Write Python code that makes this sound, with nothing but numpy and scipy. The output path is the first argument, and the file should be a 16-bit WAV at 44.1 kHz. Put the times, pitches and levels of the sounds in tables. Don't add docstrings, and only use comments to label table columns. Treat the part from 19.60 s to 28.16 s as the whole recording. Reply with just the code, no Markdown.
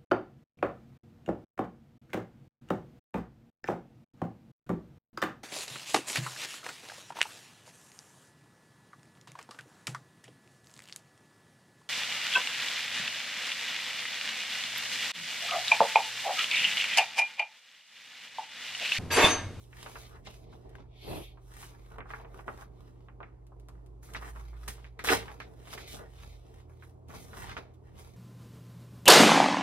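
import sys
import numpy as np
from scipy import signal
from scipy.fft import rfft, irfft, next_fast_len
from scipy.io import wavfile
from scipy.ndimage import uniform_filter1d

SR = 44100
rng = np.random.default_rng(int(sys.argv[2]) if len(sys.argv) > 2 else 0)


def transcribe(u):
    v = np.clip(np.atleast_2d(u).T, -1, 1)
    q = np.round(v * 32767).astype(np.int16)
    wavfile.write(sys.argv[1], SR, q)


N = 377537

BAND_EDGES = [70, 250, 700, 2400, 5600, 15800]
# (per Hz, relative)
PAPER_COLOUR = [(60, 1.5), (250, -8), (420, -11), (560, -8), (900, -5.5), (2300, -14), (2900, -18),
                (4900, -20), (5900, -25.5), (7800, -27), (9000, -25.5), (11500, -26), (14000, -28),
                (15800, -31.5)]
# pitch_hz, width_hz, lift_db
PILE_MODES = [(285, 30, 3), (378, 40, 10), (450, 40, 13), (650, 40, 3), (760, 30, 5)]
# full_at_s, rise_s, hold_s, fall_s, hiss_db, fizz_db (re hiss), crinkle_db (re hiss)
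STROKES = [(0.0, .05, 0, 0.18, -71.5, 1.5, -15), (0.188, 0.13, 0.26, 0.14, -62.5, -2, 0.5),
           (0.26, .01, 0, 0.073, -57.5, -14, -22), (0.53, .05, 0.032, 0.05, -70, -16, 13),
           (0.651, .005, 0, 0.046, -64.5, -2, -12), (0.671, 0.02, 0, 0.026, -49.5, -22, -20),
           (0.696, 0.075, 0.057, 0.12, -61.5, -7, -7), (0.93, .08, 0, 0.14, -66, -11, -3),
           (1.056, 0.11, 0.15, 0.075, -78, -11, 2), (1.153, .01, 0.0023, 0.053, -72.5, -3, 13),
           (1.184, 0.058, 0.037, 0.078, -74, -25, 4), (2.0, 0.14, 0.0085, 0.17, -59, -1, 1),
           (2.13, 0.19, 0.23, 0.035, -75.5, -3.5, 8.5), (2.32, 0.033, 0.015, 0.063, -76.5, -3, 18),
           (2.497, 0.036, 0.12, 0.033, -67.5, -6.5, 6.5), (2.773, 0.16, .02, 0.094, -72.5, 0, 14),
           (2.873, 0.024, 0.15, 0.058, -70, -2, 8), (3.215, 0.13, 0.061, 0.13, -76, -3.5, 5),
           (3.44, .12, 0.02, .05, -85, -9, 2), (3.42, .1, 0, 0.12, -88, -16, 5),
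           (3.62, 0.037, 0.043, 0.13, -85, -19, 8), (4.15, 0.75, 0.0021, .4, -100, -1, 20.5),
           (4.435, 0.015, 0.1, 0.11, -73, 5.5, 12), (4.56, .02, 0.001, 0.044, -47.5, -25, 2),
           (4.624, .02, 0.06, 0.036, -68.5, -3, 14), (4.679, 0.14, 0.016, 0.034, -61, -2.5, 5),
           (4.755, 0.022, 0.049, 0.051, -72, 0, 13), (4.951, 0.045, 0.0024, 0.052, -81, -13, 18.5),
           (4.7, .03, 0.18, 0.62, -75, -1.5, 5.5), (5.022, 0.055, .06, 0.094, -72.5, 0, 5),
           (5.08, .004, 0, 0.069, -47, -0.5, -4), (5.158, .05, 0.11, 0.047, -70, -15, 4),
           (5.392, .004, 0, 0.065, -51.5, -14, -5), (5.711, 0.056, 0.0081, 0.16, -67.5, -4, 7),
           (5.8, 0.0091, 0.038, 0.066, -62.5, -21, -8), (6.047, 0.3, .04, .1, -73.5, -3, 6),
           (6.13, 0.068, 0.003, 0.049, -48, -4, -4.5), (6.179, .006, 0.026, 0.11, -56, -5.5, -5.5),
           (6.284, 0.029, 0.056, 0.086, -53, -1, -21), (6.4, 0.23, 0, 0.1, -70, -5, 15),
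           (6.64, 0.18, 0, 0.19, -62, -4, -1), (7.001, 0.75, 0, 0.078, -73.5, -5, 0),
           (7.102, 0.054, 0.11, .05, -85, -0.5, 8.5), (7.236, .05, 0.0066, 0.1, -71.5, -1, -5),
           (7.492, 0.021, 0.076, .05, -67, -4.5, 5), (7.543, .005, 0.011, 0.076, -57.5, -2, 2),
           (7.586, 0.063, 0.055, 0.12, -66.5, 2.5, 0), (7.769, 0.13, 0.076, 0.13, -58, -1, 3.5),
           (7.908, 0.11, 0.025, .05, -57.5, -12, 4.5), (7.969, .004, 0.015, .04, -56, -14, -6),
           (8.0, .02, 0.0068, .12, -68, -15, 5), (8.14, 0.009, 0, 0.039, -76.5, -5, -11),
           (8.27, .05, 0.0025, 0.1, -76.5, -5, 6.5), (8.401, 0.067, 0, 0.24, -64, -2.5, 2.5)]
# start_s, pile_db, thud_db (at full swell)
PATS = [(0.278, -57, -65), (0.35, -54, -68), (0.669, -59, -57), (0.94, -58.5, -58), (1.052, -57.5, -60),
        (1.2, -61, -52.5), (2.01, -61, -67), (2.39, -50, -51.5), (2.88, -49.5, -53), (3.611, -53.5, -61),
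        (4.65, -66, -61), (5.08, -55, -60), (6.15, -49.5, -60), (6.21, -55.5, -61), (6.341, -49, -56),
        (6.4, -49, -57), (7.49, -55, -53), (7.8, -72, -56), (7.88, -66, -64), (7.989, -52.5, -67),
        (8.35, -65, -57)]
# start_s, pile_db, thud_db
LOW_RUSTLE = [(0.0, -69.5, -79), (0.64, -65.5, -63), (2.31, -71, -82), (2.55, -59.5, -72),
              (3.29, -71, -61.5), (4.0, -70, -74.5), (4.72, -73, -74), (5.43, -70, -81), (5.58, -68, -65),
              (5.79, -60.5, -65), (6.29, -63.5, -61), (6.72, -65, -76), (7.39, -66.5, -72.5),
              (7.8, -57, -53.5), (8.13, -70, -70), (8.56, -63.5, -61.5)]
# start_s, thud_db, pile_db, crinkle_db, hiss_db, fizz_db
DROP = [(5.44, -63.5, -39.5, -48.5, -49, -46.5), (5.452, -55.5, -45.5, -60.5, -44, -39),
        (5.496, -54.5, -38, -45.5, -31, -38.5), (5.524, -48, -32.5, -29, -34, -38.5),
        (5.584, -44.5, -43, -47.5, -43, -47), (5.636, -57, -52.5, -58, -59, -66),
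        (5.72, -53, -59, -55, -65, -76)]
# pitch_hz, side_db (re mid)
SIDE_LEVEL = [(60, -13), (110, -2), (200, -2.5), (380, -2.5), (700, 0), (1290, 1), (2380, -1.5), (4400, 0),
              (8120, 6.5), (15000, -27.5)]
# pitch_hz, turn_radians
SIDE_TURN = [(100, 4.2), (400, 4.85), (1500, 4.58), (8000, 4.65)]
# (per Hz, relative)
AIR_COLOUR = [(15, -35.5), (25, -8), (64, 14), (123, -12), (157, -10), (205, -21.5), (371, -12.5),
              (542, -27), (1060, -29.5), (1640, -48), (7830, -58.5), (10800, -58), (15800, -66)]
# start_s, pitch_hz, level_db
ENGINE = [(0.0, 47.5, -57), (0.7, 46.3, -60.5), (1.52, 47.73, -56), (2.31, 47.2, -54.5),
          (3.1, 49.85, -52.5), (3.5, 50.8, -56.5), (4.0, 53, -51), (4.5, 55.3, -50), (4.62, 55.26, -45.5),
          (5.6, 56.26, -48), (6.2, 55.7, -57.5), (6.45, 55, -53.5), (6.77, 50.3, -49.5), (7.05, 48.36, -63),
          (7.6, 46.8, -65), (7.8, 48.2, -53.5), (8.1, 46.4, -66), (8.56, 46.4, -60)]
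ENGINE_TWO = [(5.9, 74.4, -79), (6.2, 77.6, -61), (6.69, 79.05, -55), (6.87, 82, -63), (7.11, 81.4, -53),
              (7.35, 83, -59), (8.2, 82.2, -58.5), (8.56, 81.0, -57)]
# start_s, level_db, pitch_hz, bite_db (re level)
SNAPS = [(0.129, -41.5, 2270, -15), (0.262, -36, 1010, 2), (0.356, -35.5, 1220, -1),
         (0.671, -38.5, 850, -14), (0.927, -46, 980, -22), (1.057, -58, 750, -25), (1.184, -48, 790, -3),
         (1.773, -49, 947, -6), (2.029, -42.5, 1050, 4.5), (2.314, -48, 815, -22), (2.358, -46, 930, -21),
         (2.384, -33.5, 1030, -5.5), (2.405, -37.5, 1300, 1), (2.457, -41, 1040, -19),
         (2.504, -34.5, 1190, -3), (2.536, -28, 1427, -16), (2.599, -43.5, 760, -1), (2.647, -40, 780, -5),
         (2.758, -46, 970, -16), (2.791, -39.5, 960, -2), (2.88, -24.5, 1100, -10.5),
         (2.987, -43, 1260, -27), (3.02, -38.5, 1220, -27), (3.485, -46.5, 1080, 0),
         (3.604, -33.5, 960, -14), (3.63, -42, 1420, 3), (3.92, -47.5, 851, -30), (4.086, -45.5, 960, -14),
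         (4.431, -51, 1325, -29), (4.489, -47, 1230, -29), (4.548, -24.5, 1840, -25),
         (4.625, -37, 1150, -4), (4.678, -47, 1280, -3), (4.76, -40.5, 1100, -7), (4.931, -47.5, 1060, -24),
         (5.078, -31.5, 1624, -12), (5.181, -48, 1052, -12.5), (5.244, -39.5, 2310, -11),
         (5.392, -31, 1700, -4), (5.446, -25.5, 1360, -13), (5.474, -23, 1513, -9),
         (5.487, -16.5, 2144, 1.5), (5.494, -16.5, 1548, -15), (5.681, -41.5, 1183, 7),
         (5.802, -36.5, 1358, 5.5), (6.072, -46, 805, 5), (6.13, -36, 1360, -26), (6.177, -36.5, 1670, 1.5),
         (7.224, -43, 1477, -5), (7.504, -43.5, 1130, -1), (7.539, -42.5, 907, -5),
         (7.732, -38.5, 1244, -10), (7.914, -42, 1475, 1.5), (7.967, -30.5, 1050, 3)]
# start_s, level_db
TICKS = [(0.919, -55), (1.0934, -47), (1.939, -36.5), (2.382, -46), (2.5027, -50), (3.0185, -50),
         (3.8672, -47.5), (3.998, -46.5), (4.0855, -37.5), (4.2617, -47.5), (4.4303, -47), (4.4862, -45),
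         (4.5366, -28), (5.0803, -18.5), (5.3918, -36.5), (5.446, -19), (5.8021, -41), (6.077, -46),
         (6.276, -41), (6.582, -50), (7.4847, -42), (7.5396, -46), (7.9674, -48), (8.139, -59),
         (8.253, -59.5)]
# (per Hz, relative)
SLEEVE_COLOUR = [(60, -4), (130, -6), (250, -11.5), (330, -3), (520, -10), (900, -15.5), (1500, -29),
                 (2500, -16.5), (3700, -14), (5200, -27), (7800, -37.5), (11500, -22), (13500, -35),
                 (15800, -38)]
# start_s, drive_db (mode lifts come on top)
BLOWS = [(1.474, -54), (5.474, -42), (5.5, -32), (5.5133, -33), (5.5242, -31)]

ALIKE = 0.43
CURL = 1.037
PILE_STROKE_DB, DESK_STROKE_DB = -5.5, -1.5
PILE_SNAP_DB, DESK_SNAP_DB = -29.5, -36
DRUM_RISE_S, DRUM_FALL_S = 0.051, 0.12
PAT_RISE_S, PAT_FALL_S = 0.02, 0.1
AIR_DB, AIR_RUMBLE_DB = -64, -59
MAINS_HZ, MAINS_DB = 120, -57.5
BACKGROUND_PAN_DB, SNAP_PAN_DB, BLOW_PAN_DB = -2, -1.5, -3
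LEFT_LAG_S = .0001
BITE_HZ, TICK_HZ = 2430, 9120
SNAP_TAIL_DB, SNAP_T60_S = -21, 0.082
TICK_TAIL_DB, TICK_T60_S = -21.5, 0.044
SWEEP_S, SWEEP_DB, SWEEP_HALF_S = 1.535, -53.5, 0.19
SHEEN_S, SHEEN_DB, SHEEN_HALF_S = 1.55, -56, 0.14
RUMBLE_S, RUMBLE_DB, RUMBLE_HALF_S = 1.541, -39.5, 0.11
BLOW_CONTACT_S = .004
TOP_HZ = 15780

T = np.arange(N) / SR
COARSE_T = T[::64]
HZ = np.maximum(np.fft.rfftfreq(next_fast_len(N), 1 / SR), 1)


def undb(db):
    return 10 ** (np.asarray(db) / 20)


def gain(table):
    hz, db = np.transpose(table)
    return undb(np.interp(np.log(HZ), np.log(hz), db))


def band(lo_hz, hi_hz, order=4):
    low_cut = 1 + (lo_hz / HZ) ** (2 * order)
    high_cut = 1 + (HZ / hi_hz) ** (2 * order)
    return 1 / np.sqrt(low_cut * high_cut)


def play(table):
    s, *columns = np.transpose(table)
    return [np.interp(T, s, column) for column in columns]


def balance(pan_db):
    return undb([[pan_db / 2], [-pan_db / 2]])


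def walk(rate):
    hold = int(SR / rate)
    steps = np.repeat(rng.standard_normal(N // hold + 1), hold)
    slewed = uniform_filter1d(uniform_filter1d(steps, hold), hold)
    return 1.3 * slewed[:N]


def wide(envelope, colour):
    size = next_fast_len(N)
    mid, diffuse = rfft(envelope * rng.standard_normal((2, N)), size) * colour
    hz, turn = np.transpose(SIDE_TURN)
    tied = mid * np.exp(1j * np.interp(np.log(HZ), np.log(hz), turn))
    side = gain(SIDE_LEVEL) * (ALIKE * tied + np.sqrt(1 - ALIKE ** 2) * diffuse)
    mid, side = irfft([mid, side], size)[:, :N]
    return np.array([mid + side, mid - side]) / np.std(mid)


def reflections(x, t60, db, hold_s, count=5):
    t = np.arange(int(.1 * SR)) / SR
    paths = undb(db - 60 * t / t60) * rng.standard_normal((count, len(t)))
    paths[:, 0] = 1
    paths /= np.sqrt(np.sum(paths ** 2, axis=1, keepdims=True))
    place = T / hold_s % count
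    out = 0
    for k, path in enumerate(paths):
        away = np.minimum(abs(place - k), abs(place - k - count))
        crossfade = np.cos(np.pi / 2 * np.minimum(away, 1))
        out = out + crossfade * signal.fftconvolve(x, path[None])[:, :N]
    return out


def slips(rate, spread_db, decay_s):
    sizes = undb(np.minimum(spread_db * rng.exponential(size=N), 24))
    jumps = (rng.random(N) < rate / SR) * sizes
    return signal.lfilter([1], [1, -np.exp(-1 / (decay_s * SR))], jumps)


def swell(s, rise_s, hold_s, fall_s):
    early = (s - COARSE_T) / rise_s
    late = (COARSE_T - s - hold_s) / fall_s
    return undb(-20 * np.clip(np.maximum(early, late), 0, 6) ** CURL)


def handling():
    power = 0
    for s, rise_s, hold_s, fall_s, hiss_db, fizz_db, crinkle_db in STROKES:
        thud_db, pile_db = crinkle_db + DESK_STROKE_DB, crinkle_db + PILE_STROKE_DB
        share = undb([thud_db, pile_db, crinkle_db, 0, fizz_db])
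        stroke = undb(hiss_db) * swell(s, rise_s, hold_s, fall_s)
        power = power + np.outer(share, stroke) ** 2

    knocks = sum((undb(db) * swell(s, DRUM_RISE_S, 0, DRUM_FALL_S)) ** 2 for s, db, *_ in SNAPS)
    power[:2] += np.outer(undb([DESK_SNAP_DB, PILE_SNAP_DB]) ** 2, knocks)
    for s, pile_db, thud_db in PATS:
        pat = swell(s, PAT_RISE_S, 0, PAT_FALL_S)
        power[:2] += np.outer(undb([thud_db, pile_db]), pat) ** 2

    power = np.array([np.interp(T, COARSE_T, p) for p in power])
    pile_db, thud_db = play(LOW_RUSTLE)
    power[:2] += undb([thud_db, pile_db]) ** 2
    dropping = (T > DROP[0][0]) * (T < DROP[-1][0])
    power += dropping * undb(play(DROP)) ** 2
    return np.sqrt(power)


def rustle():
    shared = slips(rate=300., spread_db=4.0, decay_s=0.001)
    mode_db = sum(db / (1 + (2 * (HZ - hz) / width) ** 2) for hz, width, db in PILE_MODES)
    paper = gain(PAPER_COLOUR) * undb(mode_db)
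    steady = [6.4, 5.2, 1.2, 2.1, 2.4]
    layers = []
    for level, smooth, lo, hi in zip(handling(), steady, BAND_EDGES, BAND_EDGES[1:]):
        envelope = (smooth + shared) * undb(1.9 * walk(25))
        layers.append(level * wide(envelope, paper * band(lo, hi)))
    thud, pile, *sheets = layers
    return thud + pile + reflections(sum(sheets), t60=.05, db=-21, hold_s=.09)


def drone(table, waver_db):
    s, hz, db = np.transpose(table)
    level_db = np.interp(T, s, db, left=-120) + waver_db * walk(4.1)
    phase = 2 * np.pi * np.cumsum(np.interp(T, s, hz)) / SR
    return np.sqrt(2) * undb(level_db) * np.sin(phase)


def office():
    air = gain(AIR_COLOUR)
    whole = undb(AIR_DB) * wide(undb(1.5 * walk(5)), air * band(130, 16000, order=6))
    rumble = undb(AIR_RUMBLE_DB) * wide(undb(1.5 * walk(2.4)), air * band(28, 200, order=6))
    mains = np.sqrt(2) * undb(MAINS_DB + 0.4 * walk(8.5)) * np.sin(2 * np.pi * MAINS_HZ * T)
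    engines = drone(ENGINE, waver_db=1.5) + drone(ENGINE_TWO, waver_db=0.5)
    return (whole + rumble + mains + engines) * balance(BACKGROUND_PAN_DB)


def hits(rows, pan_db, tail_db, t60, cycles, late_db, delay_s, dull_hz):
    out = np.zeros((2, N + SR))
    t = np.arange(int(.4 * SR)) / SR
    felt = signal.butter(6, dull_hz, fs=SR, output="sos")
    near = np.arange(-128, 128) / SR
    build_up = 1 - np.exp(-(t / delay_s) ** 2)
    scatter = build_up * (undb(-60 * t / t60) + undb(late_db - 60 * t / 0.39))
    for s, db, hz, bite_db in rows:
        common, *own = signal.sosfilt(felt, rng.standard_normal((3, len(t))))
        for ear, sign in enumerate((1, -1)):
            u = near - (LEFT_LAG_S if sign > 0 else 0)
            body, bite = (np.cos(2 * np.pi * f * u + .6) * np.exp(-(2 * f * u / cycles) ** 2)
                          for f in (hz, BITE_HZ))
            echo = undb(tail_db) * scatter * (0.61 * common + 0.88 * own[ear])
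            sound = signal.fftconvolve(body + undb(bite_db + 2) * bite, echo)
            sound[:len(u)] += body + undb(bite_db) * bite
            at = int((s + .0008) * SR)
            out[ear, at:at + len(sound)] += undb(db + sign * pan_db / 2) * sound
    return out[:, 128:N + 128]


def snaps():
    ticks = [(s, db, TICK_HZ, -12) for s, db in TICKS]
    dull = hits(SNAPS, SNAP_PAN_DB, SNAP_TAIL_DB, SNAP_T60_S,
                cycles=1.1, late_db=-17.5, delay_s=0.0014, dull_hz=2500)
    bright = hits(ticks, 0, TICK_TAIL_DB, TICK_T60_S,
                  cycles=0.64, late_db=-16.5, delay_s=.0025, dull_hz=13000)
    return dull + bright


def bell(s, db, half_s):
    return undb(db - 20 * ((T - s) / half_s) ** 2)


def sweep():
    cloth = gain(SLEEVE_COLOUR)
    hiss = wide(undb(.6 * walk(40)), cloth * band(1500, 7800))
    sheen = wide(undb(.6 * walk(40)), cloth * band(7800, 16000))
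    rumble = wide(undb(1.5 * walk(60)), cloth * band(50, 1500))
    hiss = bell(SWEEP_S, SWEEP_DB, SWEEP_HALF_S) * hiss
    sheen = bell(SHEEN_S, SHEEN_DB, SHEEN_HALF_S) * sheen
    rumble = bell(RUMBLE_S, RUMBLE_DB, RUMBLE_HALF_S) * rumble
    return reflections(hiss + sheen, t60=.05, db=-22, hold_s=.07) + rumble


def blows():
    t = np.arange(int(.3 * SR)) / SR
    ring = 0
    for k, (hz, width, db) in enumerate(PILE_MODES):
        decay = np.exp(-np.pi * width * t)
        ring = ring + (-1) ** k * undb(db) * np.sin(2 * np.pi * hz * t) * decay
    ring = ring * (1 - np.exp(-(t / BLOW_CONTACT_S) ** 2))
    out = np.zeros(N)
    for s, db in BLOWS:
        at = int(s * SR)
        out[at:at + len(ring)] += undb(db) * ring
    return out * balance(BLOW_PAN_DB)


def scene():
    return rustle() + office() + snaps() + sweep() + blows()


def record(dry):
    return signal.sosfilt(signal.ellip(10, .2, 80, TOP_HZ, fs=SR, output="sos"), dry)


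dry = scene()
out = record(dry)
transcribe(out)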